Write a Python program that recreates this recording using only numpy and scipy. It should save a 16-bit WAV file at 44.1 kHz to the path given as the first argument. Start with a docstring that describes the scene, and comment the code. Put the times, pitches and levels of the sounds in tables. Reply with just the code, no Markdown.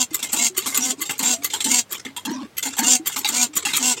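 """A cast-iron hand pump is primed in an open field, about two strokes a second.
At each turn of the handle the loose pivot pin clinks, the rod knocks about and the piston scrapes.
Then the leather valve flutters near 250 Hz and sets the iron chattering; water squeaks past the
leather and gurgles, bubbles and gulps below.
One stroke, with the palm off the spout, gurgles without the flutter."""
import sys
import numpy as np
from scipy import signal
from scipy.fft import rfft, irfft, next_fast_len
from scipy.io import wavfile
from scipy.ndimage import uniform_filter1d, map_coordinates

SR = 44100
rng = np.random.default_rng(int(sys.argv[2]) if len(sys.argv) > 2 else 0)


def generate_wav(signal):
    """Clip the signal to [-1, 1] and save it as 16-bit WAV at the path in sys.argv[1]."""
    frames = np.transpose(np.atleast_2d(signal))
    scaled = np.clip(frames, -1, 1) * 32767
    pcm = np.round(scaled).astype(np.int16)
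    wavfile.write(sys.argv[1], SR, pcm)


N = 176400

# Valve flutters. Each row: start and end in seconds, top pitch in Hz, hum and chatter drive in dB.
FLUTTERS = [(-.1, 0.03, 253, -26.5, -18), (0.359, 0.474, 233.5, -32, -18.5),
            (0.792, 0.914, 254.7, -31.5, -23), (1.226, 1.343, 245.4, -28.5, -21),
            (1.673, 1.801, 245, -29, -18.5), (2.823, 2.959, 250.5, -26.5, -17.5),
            (3.315, 3.449, 250.6, -28, -19), (3.793, 3.924, 253, -27.5, -19.5)]
# The valve's hum. Each row: multiple of the pitch, relative level in dB.
HUM_PARTIALS = [(1, 1), (2, -11), (3, -5), (4, -6), (6, -8)]
# Pivot pin clinks. Each row: start in seconds, mid level in dB, treble level in dB.
PIN_CLINKS = [(0.143, -25, -20), (0.33, -32, -19.5), (0.576, -24.5, -16), (0.677, -44, -28),
              (0.772, -24.5, -18.5), (1.015, -27, -22), (1.109, -39, -26), (1.19, -43, -23.5),
              (1.444, -24, -16.5), (1.922, -30, -22.5), (1.945, -27.5, -35.5), (2.307, -46, -41),
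              (2.579, -29, -21.5), (2.788, -32, -21), (3.069, -27, -16), (3.186, -45, -24.5),
              (3.287, -26.5, -18), (3.565, -26, -17), (3.765, -23.5, -16)]
# Rod knocks. Each row: start in seconds, boom, clunk, mid and treble levels in dB, t60 in seconds.
ROD_KNOCKS = [(0.191, -57, -41, -31, -35, 0.082), (0.227, -39, -31, -27, -22, 0.12),
              (0.329, -36, -34.5, -25, -19.5, 0.094), (0.361, -35, -34, -28.5, -25.5, 0.058),
              (0.624, -44, -45, -35, -39, 0.078), (.659, -28.5, -30, -27, -23, 0.29),
              (0.745, -61, -32, -23, -19, 0.11), (1.054, -68, -51, -33.5, -35.5, 0.17),
              (1.094, -37, -28, -26, -25, 0.097), (1.193, -32, -34.5, -29, -27, 0.12),
              (1.227, -37, -34, -25.5, -22.5, 0.34), (1.500, -66, -57, -31.5, -36, 0.32),
              (1.535, -42, -29.5, -25, -25.5, 0.13), (1.604, -46, -38.5, -24, -26, 0.15),
              (1.643, -28.5, -37, -21, -19, 0.14), (2.05, -29, -32, -30, -38.5, 0.13),
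              (2.164, -55, -38, -32, -30.5, 0.14), (2.251, -29, -34, -28.5, -26.5, 0.046),
              (2.626, -53, -40, -29.5, -23.5, 0.15), (2.653, -25, -33, -30, -21.5, 0.13),
              (2.767, -61, -41, -35, -25.5, 0.11), (2.784, -32, -24.5, -25.5, -19, 0.037),
              (3.120, -64, -58, -33, -31, 0.11), (3.161, -30.5, -30.5, -25, -23.5, 0.12),
              (3.246, -63, -35.5, -18.5, -25.5, 0.18), (3.651, -33, -30.5, -22, -23.5, 0.33),
              (3.734, -55, -32, -19.5, -25.5, 0.23)]
# Air and water rising in the barrel. Each row: start and length in seconds, low and upper tone in dB.
BARREL_GURGLES = [(0.329, 0.13, -36, -41.5), (0.782, 0.16, -32.5, -45.5), (1.198, 0.14, -35.5, -38.5),
                  (1.655, 0.1, -31, -36), (2.264, .19, -27.5, -38.5), (2.79, 0.1, -27, -29.5),
                  (3.292, 0.18, -39, -41), (3.789, 0.089, -33.5, -40)]
# Gulps under the valve. 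Each row: start in seconds, pitch in Hz, level in dB, t60 in seconds.
VALVE_GULPS = [(.113, 313, -32, 0.11), (.5, 362, -40, 0.27), (.577, 371, -26, 0.089),
               (.98, 282, -37.5, 0.21), (1.01, 323, -33.5, 0.087), (1.33, 649, -37.5, 0.31),
               (1.383, 276.5, -42.5, 0.49), (2.96, 730, -45.5, 0.32), (2.996, 314, -29, 0.14),
               (3.488, 293.6, -43, 0.38), (3.553, 294, -39.5, 0.22), (3.635, 390, -33, 0.046),
               (3.958, 375, -46, 0.26)]
# Wet leather squeaks. Each row: start in seconds, pitch in Hz, level in dB.
LEATHER_SQUEAKS = [(.37, 3940, -24.5), (.385, 2187, -24), (.40, 5500, -38), (.805, 5780, -22.5),
                   (1.245, 7400, -16), (1.695, 2157, -26.5), (2.315, 5800, -37), (2.827, 2800, -23.5),
                   (2.891, 5690, -22), (3.369, 2370, -26), (3.824, 2750, -28)]
# Piston scrapes. Each row: start in seconds, length in seconds, level in dB.
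PISTON_SLIDES = [(0.103, 0.25, -38), (0.543, 0.28, -38.5), (0.97, 0.19, -41), (1.417, 0.17, -41),
                 (1.893, 0.12, -39), (2.625, 0.1275, -35.5), (3.046, 0.24, -36), (3.531, 0.5, -35)]
# Resonances of the pin and the iron body. Each row: centre in Hz, width in Hz, lift in dB.
PIN_MODES = [(1184, 72, 25.5), (2038, 49, 16), (4443, 50, 16), (7060, 100, 4), (7820, 94, 1.5),
             (12940, 200, 10.5)]
IRON_MODES = [(843, 87, 6.2), (2103, 52, 10.2), (2740, 31, 6.2), (3264, 28, 5.9), (7020, 260, 4.7),
              (7560, 110, 6.1), (7610, 170, 6)]
# Broad tone of the pin, iron, valve chatter and field. Each row: frequency in Hz, relative gain in dB.
PIN_EQ = [(40, -36), (120, -5), (400, 0.5), (650, -18), (1500, -8), (3200, 7.5), (5200, -8), (7600, 7),
          (10000, -9.5), (12500, -3), (16000, -8.5)]
IRON_EQ = [(60, -36), (130, -5.5), (400, -2.5), (600, -13), (850, 0.5), (1700, -1), (3600, 14), (5100, 5.5),
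           (7600, 12), (8600, 10), (10300, 1), (13000, 4.5), (16000, -7)]
CHATTER_EQ = [(100, -29), (350, -13), (620, -10.5), (950, -6), (1750, -11), (2300, -0.5), (4200, 2),
              (5050, -2.5), (6000, 4.5), (7600, 3.5), (8600, 4.5), (10500, -13.5), (13000, -7.5),
              (16000, -14.5)]
FIELD_EQ = [(25, -51), (80, -3.5), (250, -6.5), (900, -14), (3000, -18.5), (16000, -33.5)]
# Broad tone of the froth and the piston's scrape. Each row: frequency in Hz, relative gain in dB.
FROTH_EQ = [(100, -13), (1000, 2), (4200, 1.5), (8000, -8), (15000, -46)]
SCRAPE_EQ = [(70, -28), (120, -11), (450, 12.5), (620, -2), (1100, 6.5), (4000, 8.5), (8000, 7),
             (11000, -9), (16000, -21)]


def amp(db):
    """Decibels to gain."""
    return 10 ** (np.asarray(db) / 20)


def unit(x):
    """Scale to rms 1."""
    return x / np.sqrt(np.mean(x ** 2) + 1e-20)


def clock(start=0):
    """Seconds since start, per sample."""
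    return np.arange(N) / SR - start


def wobble(rate_hz):
    """A smooth curve through rate_hz random points a second."""
    points = rng.standard_normal(int(N * rate_hz / SR) + 4)
    return map_coordinates(points, [np.arange(N) * rate_hz / SR])


def gate(t, length, attack_s, fall_db_per_s):
    """Attack, hold until length, release."""
    return np.clip(t / attack_s, 0, 1) * amp(-fall_db_per_s * np.maximum(t - length, 0))


def blows(rows, attack_s, hold_s):
    """Joint envelope of hits given as start, dB and t60: quick rise, short hold, decay."""
    power, t = np.zeros(N + SR), np.arange(SR // 3) / SR
    for start, db, t60 in rows:
        envelope = amp(db - 60 * np.maximum(t - hold_s, 0) / t60) * (1 - np.exp(-t / attack_s))
        power[max(round(start * SR), 0):][:len(t)] += envelope ** 2
    return np.sqrt(power[:N])


def patchy(x, depth_db):
    """Add resonances that come and go, so that no two contacts ring alike."""
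    spectrum = signal.stft(x, nperseg=1024)[2]
    patches = uniform_filter1d(rng.standard_normal(spectrum.shape), size=5, axis=0)
    patches = unit(uniform_filter1d(patches, size=4, axis=1))
    gain = amp(depth_db * 2 * np.tanh(patches / 2))
    return unit(signal.istft(spectrum * gain, nperseg=1024)[1][:len(x)])


def grit(rate_hz, depth_db):
    """Ringing noise broken up by tiny contacts."""
    return unit(patchy(rng.standard_normal(N), depth_db=7.5) * amp(depth_db * np.tanh(wobble(rate_hz))))


def body(x, eq, modes=(), band=(0, SR)):
    """Play x through a resonant body: a unit-power filter of broad EQ and modes, within a band."""
    size = next_fast_len(N + SR // 2)
    size += size % 2
    f = np.fft.rfftfreq(size, 1 / SR) + 1
    hz, db = np.transpose(eq)
    tone = amp(np.interp(np.log(f), np.log(hz), db))
    peaks = sum(amp(lift) ** 2 / (1 + (2 * (f - centre) / width) ** 2) for centre, width, lift in modes)
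    rolloff = (1 + (band[0] / f) ** 10) * (1 + (f / band[1]) ** 10)
    gain = unit(tone * np.sqrt((1 + peaks) / rolloff))
    # Minimum phase, so the ring follows the hit.
    cepstrum = irfft(np.log(gain + 1e-6))
    cepstrum[1:size // 2] *= 2
    cepstrum[size // 2 + 1:] = 0
    return irfft(rfft(x, size) * np.exp(rfft(cepstrum)))[:N]


def air_pockets(rows, attack_s, rise_per_s, rough):
    """Pockets of air ring and rise a little in pitch."""
    out, t = np.zeros(N + SR), np.arange(SR // 3) / SR
    drift = rough * wobble(90)
    for start, hz, db, t60 in rows:
        at = round(start * SR)
        phase = 2 * np.pi * hz * (t + rise_per_s * t * t / 2) + np.roll(drift, -at)[:len(t)]
        out[at:][:len(t)] += 2 * amp(db - 60 * t / t60) * (1 - np.exp(-t / attack_s)) * np.sin(phase)
    return out[:N]


def valve(crest_s=0.039, bend_per_s2=14, swell_s=0.051, swell_db=11, hum_trim_db=-4, spray_share=0.21):
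    """The leather flaps once a cycle: it hums in the barrel, taps the iron and lets out a puff of spray."""
    hum, taps, puffs = np.zeros((3, N))
    partials = [(k, amp(db + 2 * wobble(24))) for k, db in HUM_PARTIALS]
    waver = 1 + 0.0055 * wobble(110) + 0.01 * wobble(20)
    for start, end, top_hz, hum_db, chatter_db in FLUTTERS:
        near = np.flatnonzero((clock() > start) & (clock() < end + 0.1))
        t = near / SR
        # The pitch crests just before the end and sags on either side.
        hz = top_hz * waver[near] * np.maximum(1 - bend_per_s2 * (t - end + crest_s) ** 2, 0.85)
        cycles = np.cumsum(hz) / SR
        swell = amp(-swell_db * np.clip(1 - (t - start) / swell_s, 0, 1))
        effort = swell * gate(t - start, end - start, attack_s=0.011, fall_db_per_s=947)
        tone = sum(gain[near] * np.sin(2 * np.pi * (k * cycles + rng.random())) for k, gain in partials)
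        hum[near] += amp(hum_db + hum_trim_db) * effort * tone
        flaps = np.diff(np.floor(cycles), prepend=0) * np.sqrt(SR / hz)
        taps[near] += amp(chatter_db) * effort * flaps * amp(3 * rng.standard_normal(len(t)))
        puffs[near] += amp(chatter_db) * effort * unit(np.exp(0.13 * np.cos(2 * np.pi * cycles)))
    t = np.arange(SR // 10) / SR
    ring = rng.standard_normal(len(t)) * (amp(-60 * t / 0.06) + 3 * amp(-60 * t / 0.008))  # tail + snap
    chatter = signal.fftconvolve(taps, ring / np.linalg.norm(ring))[:N]
    chatter = chatter.std() * patchy(chatter, depth_db=4.5)
    spray = puffs * grit(180, depth_db=7)
    force = np.sqrt(1 - spray_share) * chatter + np.sqrt(spray_share) * spray
    return hum + body(force, CHATTER_EQ, IRON_MODES)


def pivot(play_s=0.0107, touch_db=-10.5, crack_db=-5):
    """The loose pin ticks across its play, lands with a dry crack and rings briefly."""
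    def ring(column, band, t60):
        touches = [(row[0] - play_s, row[column] + touch_db, t60) for row in PIN_CLINKS]
        landings = [(row[0], row[column], t60) for row in PIN_CLINKS]
        envelope = blows(touches + landings, attack_s=0.00046, hold_s=0.0086)
        return body(envelope * grit(420, depth_db=4.5), PIN_EQ, PIN_MODES, band)
    mid = ring(1, (0, 5200), t60=0.08)
    treble = ring(2, (5200, SR), t60=0.073)
    edges = [(start, treble_db + crack_db, 0.025) for start, _, treble_db in PIN_CLINKS]
    cracks = blows(edges, attack_s=0.00025, hold_s=0.0053) * rng.standard_normal(N)
    return mid + treble + np.diff(cracks, prepend=0)


def rod(bounce_s=0.012, bounce_db=-6, boom_hz=258):
    """Each knock of the rod shakes the iron, rebounds once and booms in the barrel."""
    rebound_times = [row[0] + bounce_s * (0.5 + rng.random()) for row in ROD_KNOCKS]
    def ring(column, band, hold_s):
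        hits = [(row[0], row[column], row[5]) for row in ROD_KNOCKS]
        rebounds = [(at, row[column] + bounce_db, 0.03) for at, row in zip(rebound_times, ROD_KNOCKS)]
        knocks = blows(hits, attack_s=0.00012, hold_s=hold_s)
        bounces = blows(rebounds, attack_s=0.00026, hold_s=0)
        return body(np.hypot(knocks, bounces) * grit(300, depth_db=3), IRON_EQ, IRON_MODES, band)
    clunk = ring(2, (0, 1700), hold_s=0.011)
    mid = ring(3, (1700, 5200), hold_s=0.0056)
    treble = ring(4, (5200, SR), hold_s=0.0096)
    booms = [(start, boom_hz, db, 0.19) for start, db, *_ in ROD_KNOCKS]
    return clunk + mid + treble + air_pockets(booms, attack_s=0.022, rise_per_s=0.84, rough=0.54)


def gurgles(low_hz=261.35, upper_hz=851, rise_per_s=1.8, froth_db=-1, fade_db_per_s=70):
    """Churning water froths and excites the two lowest resonances of the shrinking air column."""
    tones, froth = np.zeros((2, N))
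    low_churn, upper_churn = [np.exp(1.4j * wobble(hz)) * amp(2.5 * wobble(hz)) for hz in (75, 100)]
    for start, length, low_db, upper_db in BARREL_GURGLES:
        t = np.maximum(clock(start), 0)
        fade = amp(-fade_db_per_s * (t - length / 2))
        level = fade * gate(t, length, attack_s=0.0068, fall_db_per_s=620)
        low = amp(low_db) * low_churn * np.exp(2j * np.pi * low_hz * t)
        upper = amp(upper_db) * upper_churn * np.exp(2j * np.pi * upper_hz * (t + rise_per_s * t * t / 2))
        tones += level * (low + upper).real
        froth += level * amp(upper_db + froth_db)
    return tones + body(froth * grit(270, depth_db=5), FROTH_EQ)


def gulps():
    """Water gulps under the valve in round, rising notes."""
    return air_pockets(VALVE_GULPS, attack_s=0.0031, rise_per_s=0.84, rough=0.33)


def bubbles(per_gurgle=12, lowest_hz=370, octaves=1.7, level_db=-38, t60=0.045):
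    """Small bubbles burst all through each gurgle, the deep ones most often."""
    rows = [(start + length * when, lowest_hz * 2 ** (octaves * pitch ** 2), level_db, t60)
            for start, length, *_ in BARREL_GURGLES for when, pitch in rng.random((per_gurgle, 2))]
    return air_pockets(rows, attack_s=0.0041, rise_per_s=0.97, rough=0)


def squeaks(length_s=0.054, rise_per_s=0.96, churn_hz=130, rough=0.73):
    """Water squeezed past the leather squeaks in short, nearly level notes."""
    out = np.zeros(N)
    churn = np.exp(1j * rough * wobble(churn_hz)) * amp(2.9 * wobble(churn_hz))
    for start, hz, db in LEATHER_SQUEAKS:
        t = np.clip(clock(start), 0, length_s)
        cycles = hz * t * (1 + rise_per_s * (t - length_s) / 2)
        out += amp(db) * np.sin(np.pi * t / length_s) * (churn * np.exp(2j * np.pi * cycles)).real
    return out


def piston():
    """The wet piston scrapes along the bore."""
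    level = sum(amp(db) * gate(clock(start), length, attack_s=0.0069, fall_db_per_s=560)
                for start, length, db in PISTON_SLIDES)
    return body(level * grit(130, depth_db=8), SCRAPE_EQ, IRON_MODES)


def field(level_db=-51.5):
    """The open field lays a faint, dark hush under the pump."""
    return amp(level_db) * body(rng.standard_normal(N), FIELD_EQ)


def scene():
    """The pump stands in a quiet open field, with no walls to answer."""
    pump = pivot() + rod() + valve() + gurgles() + bubbles() + squeaks() + piston() + gulps()
    return (pump + field())[None]


def record(dry, top_hz=16050, edge_hz=400):
    """A steep high cut takes off the very top."""
    size = next_fast_len(N + SR // 2)
    high_cut = np.clip((top_hz - np.fft.rfftfreq(size, 1 / SR)) / edge_hz + 0.5, 0, 1)
    return irfft(rfft(dry, size) * high_cut, size)[..., :N]


dry = scene()
out = record(dry)
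generate_wav(out)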